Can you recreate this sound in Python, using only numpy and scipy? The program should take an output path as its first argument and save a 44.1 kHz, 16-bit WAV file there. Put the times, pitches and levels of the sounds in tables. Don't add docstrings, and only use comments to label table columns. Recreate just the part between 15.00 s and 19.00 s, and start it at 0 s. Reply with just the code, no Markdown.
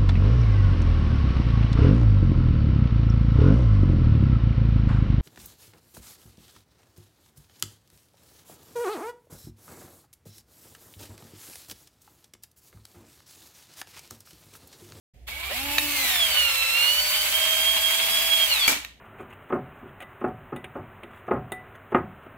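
import sys
import numpy as np
from scipy import signal
from scipy.fft import rfft, irfft, next_fast_len
from scipy.io import wavfile
from scipy.ndimage import uniform_filter1d, map_coordinates

SR = 44100
rng = np.random.default_rng(int(sys.argv[2]) if len(sys.argv) > 2 else 0)


def materialize(psi):
    bounded = np.clip(np.atleast_2d(psi).T, -1, 1)
    quanta = np.round(bounded * 32767).astype(np.int16)
    wavfile.write(sys.argv[1], SR, quanta)


N = 176400

START_S, STOP_S = 0.267, 3.715
BITE_S, RELEASE_S, BREAK_S = 0.81, 3.47, 3.677
# freq_hz, density_db
HISS_SPECTRUM = [(2500, -20.5), (4500, 3), (6100, -2.5), (7100, 0), (8100, 0.5), (9200, -2.5), (10500, 0),
                 (11800, 3.5), (13400, -0.5), (14500, 2.5), (15500, -1.5)]


def motor(speed, turns):
    # multiple, level_db, growth_db_per_octave, pan_db
    partials = [(1, -42, 46, 2), (2, -49, 49, -1), (4, -53, 12, 2.5), (5, -53.5, -1, -2), (6, -50, 25, 0),
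                (7, -57, 0, -2), (10, -46.5, 22, -13)]
    full_hz, weak_below_hz = 292, 216
    octaves = np.log2(speed / full_hz)
    weak_db = 15.5 * np.minimum(np.log2(speed / weak_below_hz), 0)
    hum = 0
    for k, db, growth_db, pan_db in partials:
        level = amp(db + growth_db * octaves + 3.4 * wobbles(17)) * pan(pan_db)
        rough = 1 + 0.2 * wobble(150)
        hum += level * rough * tone(k * turns + 0.034 * wobble(40), spread=0.33)
    return hum * amp(weak_db) * ramp(START_S, length=0.064)


def gears(speed, turns):
    # freq_hz, level_db
    housing = [(1100, -44), (1400, -44), (1650, -47), (1900, -37), (2120, -36), (2200, -38.5),
               (4420, -29.5), (4620, -31), (4800, -54), (5400, -51), (6200, -46), (9000, -60)]
    # time_s, level_db
    second_swells = [(0.9, -42), (1.03, -35), (1.13, -33), (1.23, -18.5), (1.295, -34), (1.39, -21),
                     (1.46, -23), (1.505, -24), (1.525, -30), (1.55, -29), (1.645, -29.5), (1.665, -25),
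                     (1.735, -30), (1.755, -24), (1.885, -19), (1.94, -25), (1.965, -30), (1.99, -21.5),
                     (2.045, -43), (2.08, -47.0), (2.105, -37), (2.145, -28), (2.22, -28.5), (2.24, -44),
                     (2.265, -31.0), (2.295, -50), (2.355, -19), (2.385, -28.5), (2.435, -23.5),
                     (2.465, -25.5), (2.505, -20.5), (2.545, -27.5), (2.68, -20), (2.735, -22.5),
                     (2.825, -27.5), (2.84, -23.5), (2.97, -27), (3.01, -23.5), (3.075, -31.0),
                     (3.17, -21.5), (3.235, -31), (3.275, -25), (3.295, -27.5), (3.34, -17.5),
                     (3.385, -27.5), (3.43, -18.5), (3.455, -26), (3.48, -36), (3.52, -25), (3.57, -28),
                     (3.605, -47.0), (3.67, -38)]
    # time_s, level_db
    third_swells = [(0.9, -47), (1.285, -40), (1.325, -32.5), (1.53, -34), (1.575, -31.5), (1.765, -33.5),
                    (1.805, -26.5), (1.85, -29.5), (2.135, -31.5), (2.24, -35.5), (2.28, -50),
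                    (2.655, -40.5), (2.91, -45), (3.025, -44), (3.065, -45), (3.125, -34.5), (3.46, -50),
                    (3.525, -24), (3.545, -30), (3.56, -23), (3.575, -28), (3.59, -23), (3.605, -31),
                    (3.625, -23.5), (3.67, -28)]
    # multiple, level_db
    chatter_bands = [(2, -40), (3, -42.5), (4, -43.5), (5, -43.5), (6, -46), (7, -46)]
    # freq_hz, level_db
    sizzle_colour = [(4800, -52), (5400, -42), (6200, -49.5), (7200, -46), (8100, -40.5), (9000, -52),
                     (10000, -45), (11000, -49), (12000, -42.5), (13300, -46.5), (14700, -42.5),
                     (15800, -45)]
    mesh_per_turn = 7.5
    mesh_hz, teeth = mesh_per_turn * speed, mesh_per_turn * turns
    load = ramp(BITE_S, length=.09) * (1 - ramp(BREAK_S - .005, length=.004))
    rough = .13 + .47 * ramp(RELEASE_S, length=.05)

    def whine(order, level_db, pan_db, spread):
        flutter = amp(2 * wobbles(28.03)) * (1 + rough * wobbles(200)) / np.sqrt(1 + rough ** 2)
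        return amp(level_db) * flutter * pan(pan_db) * tone(order * teeth + 0.061 * wobbles(60), spread)

    tones = (whine(1, along(housing, mesh_hz), pan_db=4.5, spread=0.94)
             + whine(2, curves(second_swells)[0] - 1.5, pan_db=-6, spread=1.33)
             + whine(3, curves(third_swells)[0], pan_db=-0.5, spread=1.72)
             + whine(4, along(housing, 4 * mesh_hz), pan_db=2, spread=1.3))
    chatter = sum(amp(db) * smeared(k * teeth, rate=800) for k, db in chatter_bands)
    sizzle = sum(amp(along(sizzle_colour, k * mesh_hz) + 2.5 * wobble(25)) * smeared(k * teeth, rate=420)
                 for k in range(4, 12))
    sizzle *= amp(-6 * ramp(RELEASE_S, length=.03))
    return load * (tones + chatter + sizzle)


def grind():
    # time_s, body_db, hiss_db
    swells = [(0.285, -38.5, -43), (0.307, -43.5, -40), (0.317, -42.5, -45), (0.361, -42, -43),
              (0.381, -40.5, -44), (0.489, -41, -40.5), (0.521, -34.5, -38.5), (0.541, -35.5, -34.5),
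              (0.699, -36.5, -34.5), (0.77, -37, -32), (0.81, -37.5, -30), (0.93, -35.5, -33.5),
              (0.96, -34.5, -30), (0.97, -33.5, -28.5), (1.14, -30, -28.5), (1.2, -34, -30),
              (1.37, -31.5, -31), (1.71, -32.5, -33), (1.75, -31, -31.5), (1.93, -33.5, -30),
              (2.62, -32, -29), (2.65, -32, -30), (3.41, -32, -29), (3.67, -32, -32.5)]
    # freq_hz, density_db
    body_spectrum = [(100, -45), (220, -53), (400, -21.5), (620, -12), (900, -5), (1400, -6), (1900, -3),
                     (2120, 2), (2290, 4.5), (2480, 1), (2750, 3), (3500, 0.5), (4400, -4), (5300, -40),
                     (8000, -43)]
    body_db, hiss_db = curves(swells)
    hiss_db -= 45 * since(STOP_S)
    rasp = unit(np.exp(0.2 * wobble(2500)))
    body = amp(body_db + 4.5 + 1.58 * wobble(45)) * rush(body_spectrum)
    hiss = amp(hiss_db + 2.5 + 0.78 * wobble(60)) * patchy(rush(HISS_SPECTRUM), depth_db=1.8)
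    return rasp * (body + hiss)


def commutator(turns):
    swells = { 3: [(.485, -63), (.52, -37.5), (.545, -44.5), (.59, -46.5), (.75, -39.5), (.95, -55),
              (1.15, -41), (1.5, -50), (1.75, -52.5), (2.0, -44.5), (2.3, -47), (2.38, -39), (2.65, -42),
              (3.1, -43.5), (3.42, -41.5), (3.52, -46), (3.6, -65)], 6: [(.32, -65), (.36, -55), (.48, -51),
              (.52, -72)], 9: [(.31, -60), (.37, -52), (.49, -48), (.53, -41), (.68, -46), (.735, -36.5),
              (.92, -37), (.98, -44), (1.2, -44), (1.4, -61)], }
    tones = 0
    for k, swell in swells.items():
        level = amp(curves(swell)[0]) * (1 + 0.2 * wobble(150))
        tones += level * tone(k * turns + 0.1 * wobble(90), spread=0.5)
    return tones * pan(-2.7)


def free_run(turns):
    # multiple, level_db
    partials = [(40, -48), (41, -46), (42, -49), (49, -45), (53, -41)]
    unloaded = ramp(.66, length=.08) * (1 - ramp(BITE_S, length=.25))
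    return unloaded * sum(amp(db + 3.3 * wobbles(20.16)) * tone(k * turns + 0.13 * wobbles(80), 1.56)
                          for k, db in partials)


def squeal():
    # time_s, pitch_hz, level_db
    glide = [(.28, 2260, -62), (.32, 2250, -42.5), (.42, 2276, -40.5), (.5, 2384, -43), (.58, 2530, -56)]
    hz, db = curves(glide)
    gate = db > glide[-1][2]
    level = amp(db) * gate * (1 + .5 * wobble(121.7))
    return level * pan(-8.5) * tone(np.cumsum(hz) / SR + .14 * wobble(122.4), spread=.3)


def clicks():
    # start_s, level_db
    blows = [(.783, -8), (.7847, -13.5), (3.8485, -24)]
    # pitch_hz, level_db, t60_s
    modes = [(801, -42.5, 0.0084), (1843, -10, 0.033), (2580, 5, 0.0052), (3786, -6, 0.027),
             (4300, -11, 0.017), (6260, -11.5, 0.018), (12340, -5.5, 0.006)]
    low_cut_hz = 480
    ring = strikes(blows, modes, crack_db=-25, crack_t60=0.0067, spread=0.96)
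    return filtered(ring, lambda hz: (1j * hz / (low_cut_hz + 1j * hz)) ** 2)


def snap():
    # start_s, level_db
    snaps = [(3.6777, -26), (3.6792, -12.5), (3.6814, -12), (3.701, -26), (3.729, -23.5)]
    # pitch_hz, level_db, t60_s
    snap_modes = [(630, -14, 0.046), (1350, -11.5, 0.023), (2320, 2, 0.031), (3310, -4, 0.03),
                  (4470, -8.5, .03), (6420, -11, .02)]
    # start_s, level_db
    knocks = [(3.679, -32.5), (3.694, -32), (3.722, -32), (3.765, -37)]
    # pitch_hz, level_db, t60_s
    knock_modes = [(258.5, -12, 0.2), (290, -1, 0.1), (375, -19, .04)]
    return (strikes(snaps, snap_modes, crack_db=-9, crack_t60=0.014, spread=1.0)
            + strikes(knocks, knock_modes, crack_db=-23, crack_t60=0.0106, spread=0.35))


def fracture():
    # start_s, level_db
    cracks = [(3.6774, -12.5), (3.681, -19), (3.69, -17), (3.696, -18), (3.703, -21), (3.714, -24),
              (3.72, -23)]
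    t60_s = .016
    level = sum((clock() > s) * amp(db - 60 * since(s) / t60_s) for s, db in cracks)
    return level * rush(HISS_SPECTRUM)


def blade_return():
    # freq_hz, density_db
    spectrum = [(88, -47), (150, -32), (244, -16), (708, -4.5), (1910, -2), (2360, -8), (3760, -4),
                (7410, -2), (9000, -7.5), (11600, -9), (15500, -16)]
    hold_s, fade_db_per_s = 0.026, 241
    level_db = -22.5 - fade_db_per_s * since(BREAK_S + hold_s) + 0.7 * wobble(500)
    return amp(level_db) * ramp(BREAK_S, length=0.0054) * rush(spectrum)


def puffs():
    # peak_s, half_length_s, level_db
    swells = [(0.515, 0.02, -34), (1.052, 0.017, -33.5)]
    # freq_hz, density_db
    spectrum = [(250, -9), (560, 2), (700, 6), (900, -7), (1500, -7), (2400, 7), (4000, -18), (15000, -24)]
    return sum(amp(db) * np.exp(-((clock() - s) / half) ** 2) for s, half, db in swells) * rush(spectrum)


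def room_echo(x):
    # freq_hz, gain_db
    colour = [(200, 0), (3500, 2.5), (8000, 0), (15000, -7)]
    t60_s, wet_db = 0.35, -9
    t = np.arange(SR // 2) / SR
    tail = rng.standard_normal((2, len(t))) * amp(-60 * t / t60_s) * (t > .004)
    echo = signal.fftconvolve(x, tail / np.linalg.norm(tail[0]), axes=1)[:, :N]
    return filtered(echo, lambda hz: amp(wet_db + along(colour, hz)))


def room_tone():
    # freq_hz, density_db
    rumble_spectrum = [(20, -44), (32, -11), (50, -4), (62, 8), (76, 0.5), (95, -11.5), (130, -8),
                       (180, -46), (400, -46)]
    # time_s, level_db
    rumble_swells = [(.15, -47.5), (.5, -49), (.7, -40), (.9, -46), (1.0, -53), (1.47, -47), (1.65, -51.5),
                     (1.85, -62), (2.0, -52), (2.6, -58), (4, -59)]
    # freq_hz, density_db
    air_spectrum = [(60, -17), (150, -6), (400, -14.5), (730, -12.5), (1100, -38), (1500, -28.5),
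                    (1950, -18.5), (3000, -23.5), (5000, -29), (15000, -41)]
    mains_hz = 59.8
    hum = amp(-56 + 3 * wobble(5.9)) * tone(mains_hz * clock(), spread=0.14)
    rumble = amp(curves(rumble_swells)[0] - 0.5) * rush(rumble_spectrum)
    air = amp(-62) * rush(air_spectrum)
    return ramp(0.1356, length=0.0075) * (rumble + hum + air)


def strikes(blows, modes, crack_db, crack_t60, spread):
    out, t = np.zeros((2, N + SR)), np.arange(SR // 4) / SR
    for start_s, db in blows:
        ring = 0
        for hz, mode_db, t60 in modes:
            decay = amp(mode_db + rng.normal(0, 0.74) - 60 * t / t60)
            ring += decay * np.sin(2 * np.pi * hz * t + spread * rng.standard_normal((2, 1)))
        crack = amp(crack_db - 60 * t / crack_t60) * rng.standard_normal((2, len(t)))
        first = round(start_s * SR)
        out[:, first:first + len(t)] += amp(db) * (ring + crack)
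    return out[:, :N]


def rush(spectrum):
    # freq_hz, correlation
    likeness = [(100, 0.9), (500, 1), (1000, 0.21), (2200, 0.24), (4000, -0.19), (8000, -0.1),
                (15000, 0.057)]
    # freq_hz, pan_db
    lean = [(60, -4.5), (99, 2), (160, -4), (270, 4), (450, 1), (740, -3), (1220, 2), (2010, -3.5),
            (3330, -4), (5500, 2.5), (9080, 0), (15000, -0.5)]

    def mid_side(hz):
        width = np.arccos(np.clip(along(likeness, hz), -1, 1)) / 2
        return amp(along(spectrum, hz)) * [np.cos(width), np.sin(width)]

    mid, side = filtered(rng.standard_normal((2, N)), mid_side)
    return unit(filtered(np.array([mid + side, mid - side]), lambda hz: pan(along(lean, hz))))


def patchy(x, depth_db):
    bins = signal.stft(x, nperseg=512)[2]
    patches = uniform_filter1d(rng.standard_normal(bins.shape[1:]), size=4, axis=0)
    patches = uniform_filter1d(patches, size=5, axis=1)
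    return unit(signal.istft(bins * amp(depth_db * unit(patches)), nperseg=512)[1][:, :N])


def tone(turns, spread):
    return np.sqrt(2) * np.sin(2 * np.pi * turns + spread * np.array([[.5], [-.5]]))


def smeared(turns, rate):
    return wobbles(rate) * np.sin(2 * np.pi * turns) + wobbles(rate) * np.cos(2 * np.pi * turns)


def wobble(rate):
    return map_coordinates(rng.standard_normal(int(N * rate / SR) + 4), [clock() * rate])


def wobbles(rate):
    return np.array([wobble(rate), wobble(rate)])


def filtered(x, response):
    size = next_fast_len(N + SR // 2)
    return irfft(rfft(x, size) * response(np.fft.rfftfreq(size, 1 / SR)), size)[..., :N]


def along(points, hz):
    freqs, values = np.transpose(points)
    return np.interp(np.log(hz + 1), np.log(freqs + 1), values)


def curves(rows):
    times, *columns = np.transpose(rows)
    return [np.interp(clock(), times, column) for column in columns]


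def ramp(start, length):
    return np.minimum(since(start) / length, 1)


def since(start):
    return np.maximum(clock() - start, 0)


def clock():
    return np.arange(N) / SR


def pan(db):
    return np.array([np.atleast_1d(amp(db / 2)), np.atleast_1d(amp(-db / 2))])


def amp(db):
    return 10 ** (np.asarray(db) / 20)


def unit(x):
    return x / np.sqrt(np.mean(x ** 2) + 1e-20)


def scene():
    # time_s, speed_hz
    shaft_speed = [(0.27, 55.3), (0.35, 92.8), (0.4, 108.6), (0.487, 133), (0.505, 172.3), (0.52, 197.3),
                   (0.55, 236), (0.6, 265), (0.65, 282.6), (0.75, 291.5), (0.85, 294.4), (0.95, 286.6),
                   (1.04, 268.5), (1.25, 216.1), (1.31, 205), (1.35, 199.2), (1.53, 180.8), (1.65, 177.7),
                   (1.69, 178.5), (1.75, 182.5), (1.97, 198.5), (2.07, 200.6), (2.12, 202.2), (2.18, 204.5),
                   (2.22, 204.4), (2.3, 207), (2.35, 211.2), (2.45, 213.1), (2.58, 212.4), (2.7, 216.9),
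                   (2.75, 215.2), (2.84, 218), (2.9, 213.8), (2.95, 218.2), (3.04, 219.2), (3.06, 219.2),
                   (3.17, 221.3), (3.26, 219.9), (3.35, 220), (3.47, 212.8), (3.5, 200.3), (3.55, 179.6),
                   (3.6, 158.4), (3.63, 149.3), (3.655, 146), (3.68, 151.4), (3.9, 60)]
    jitter, brake_db_per_s = .0011, 141
    speed = curves(shaft_speed)[0] * (1 + jitter * wobble(35))
    turns = np.cumsum(speed) / SR
    running = ramp(START_S, length=0.016) * amp(-brake_db_per_s * since(STOP_S))
    hits = clicks() + snap() + blade_return() + fracture()
    drive = motor(speed, turns) + commutator(turns) + free_run(turns)
    drive += gears(speed, turns) + grind() + squeal()
    return running * drive + puffs() + hits + room_echo(hits) + room_tone()


def record(dry):
    ceiling, top_hz, edge_hz = .88, 16050, 600
    roll_off = lambda hz: np.sin(np.pi / 2 * np.clip((top_hz - hz) / edge_hz, 0, 1)) ** 2
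    return filtered(np.clip(dry, -ceiling, ceiling), roll_off)


dry = scene()
out = record(dry)
materialize(out)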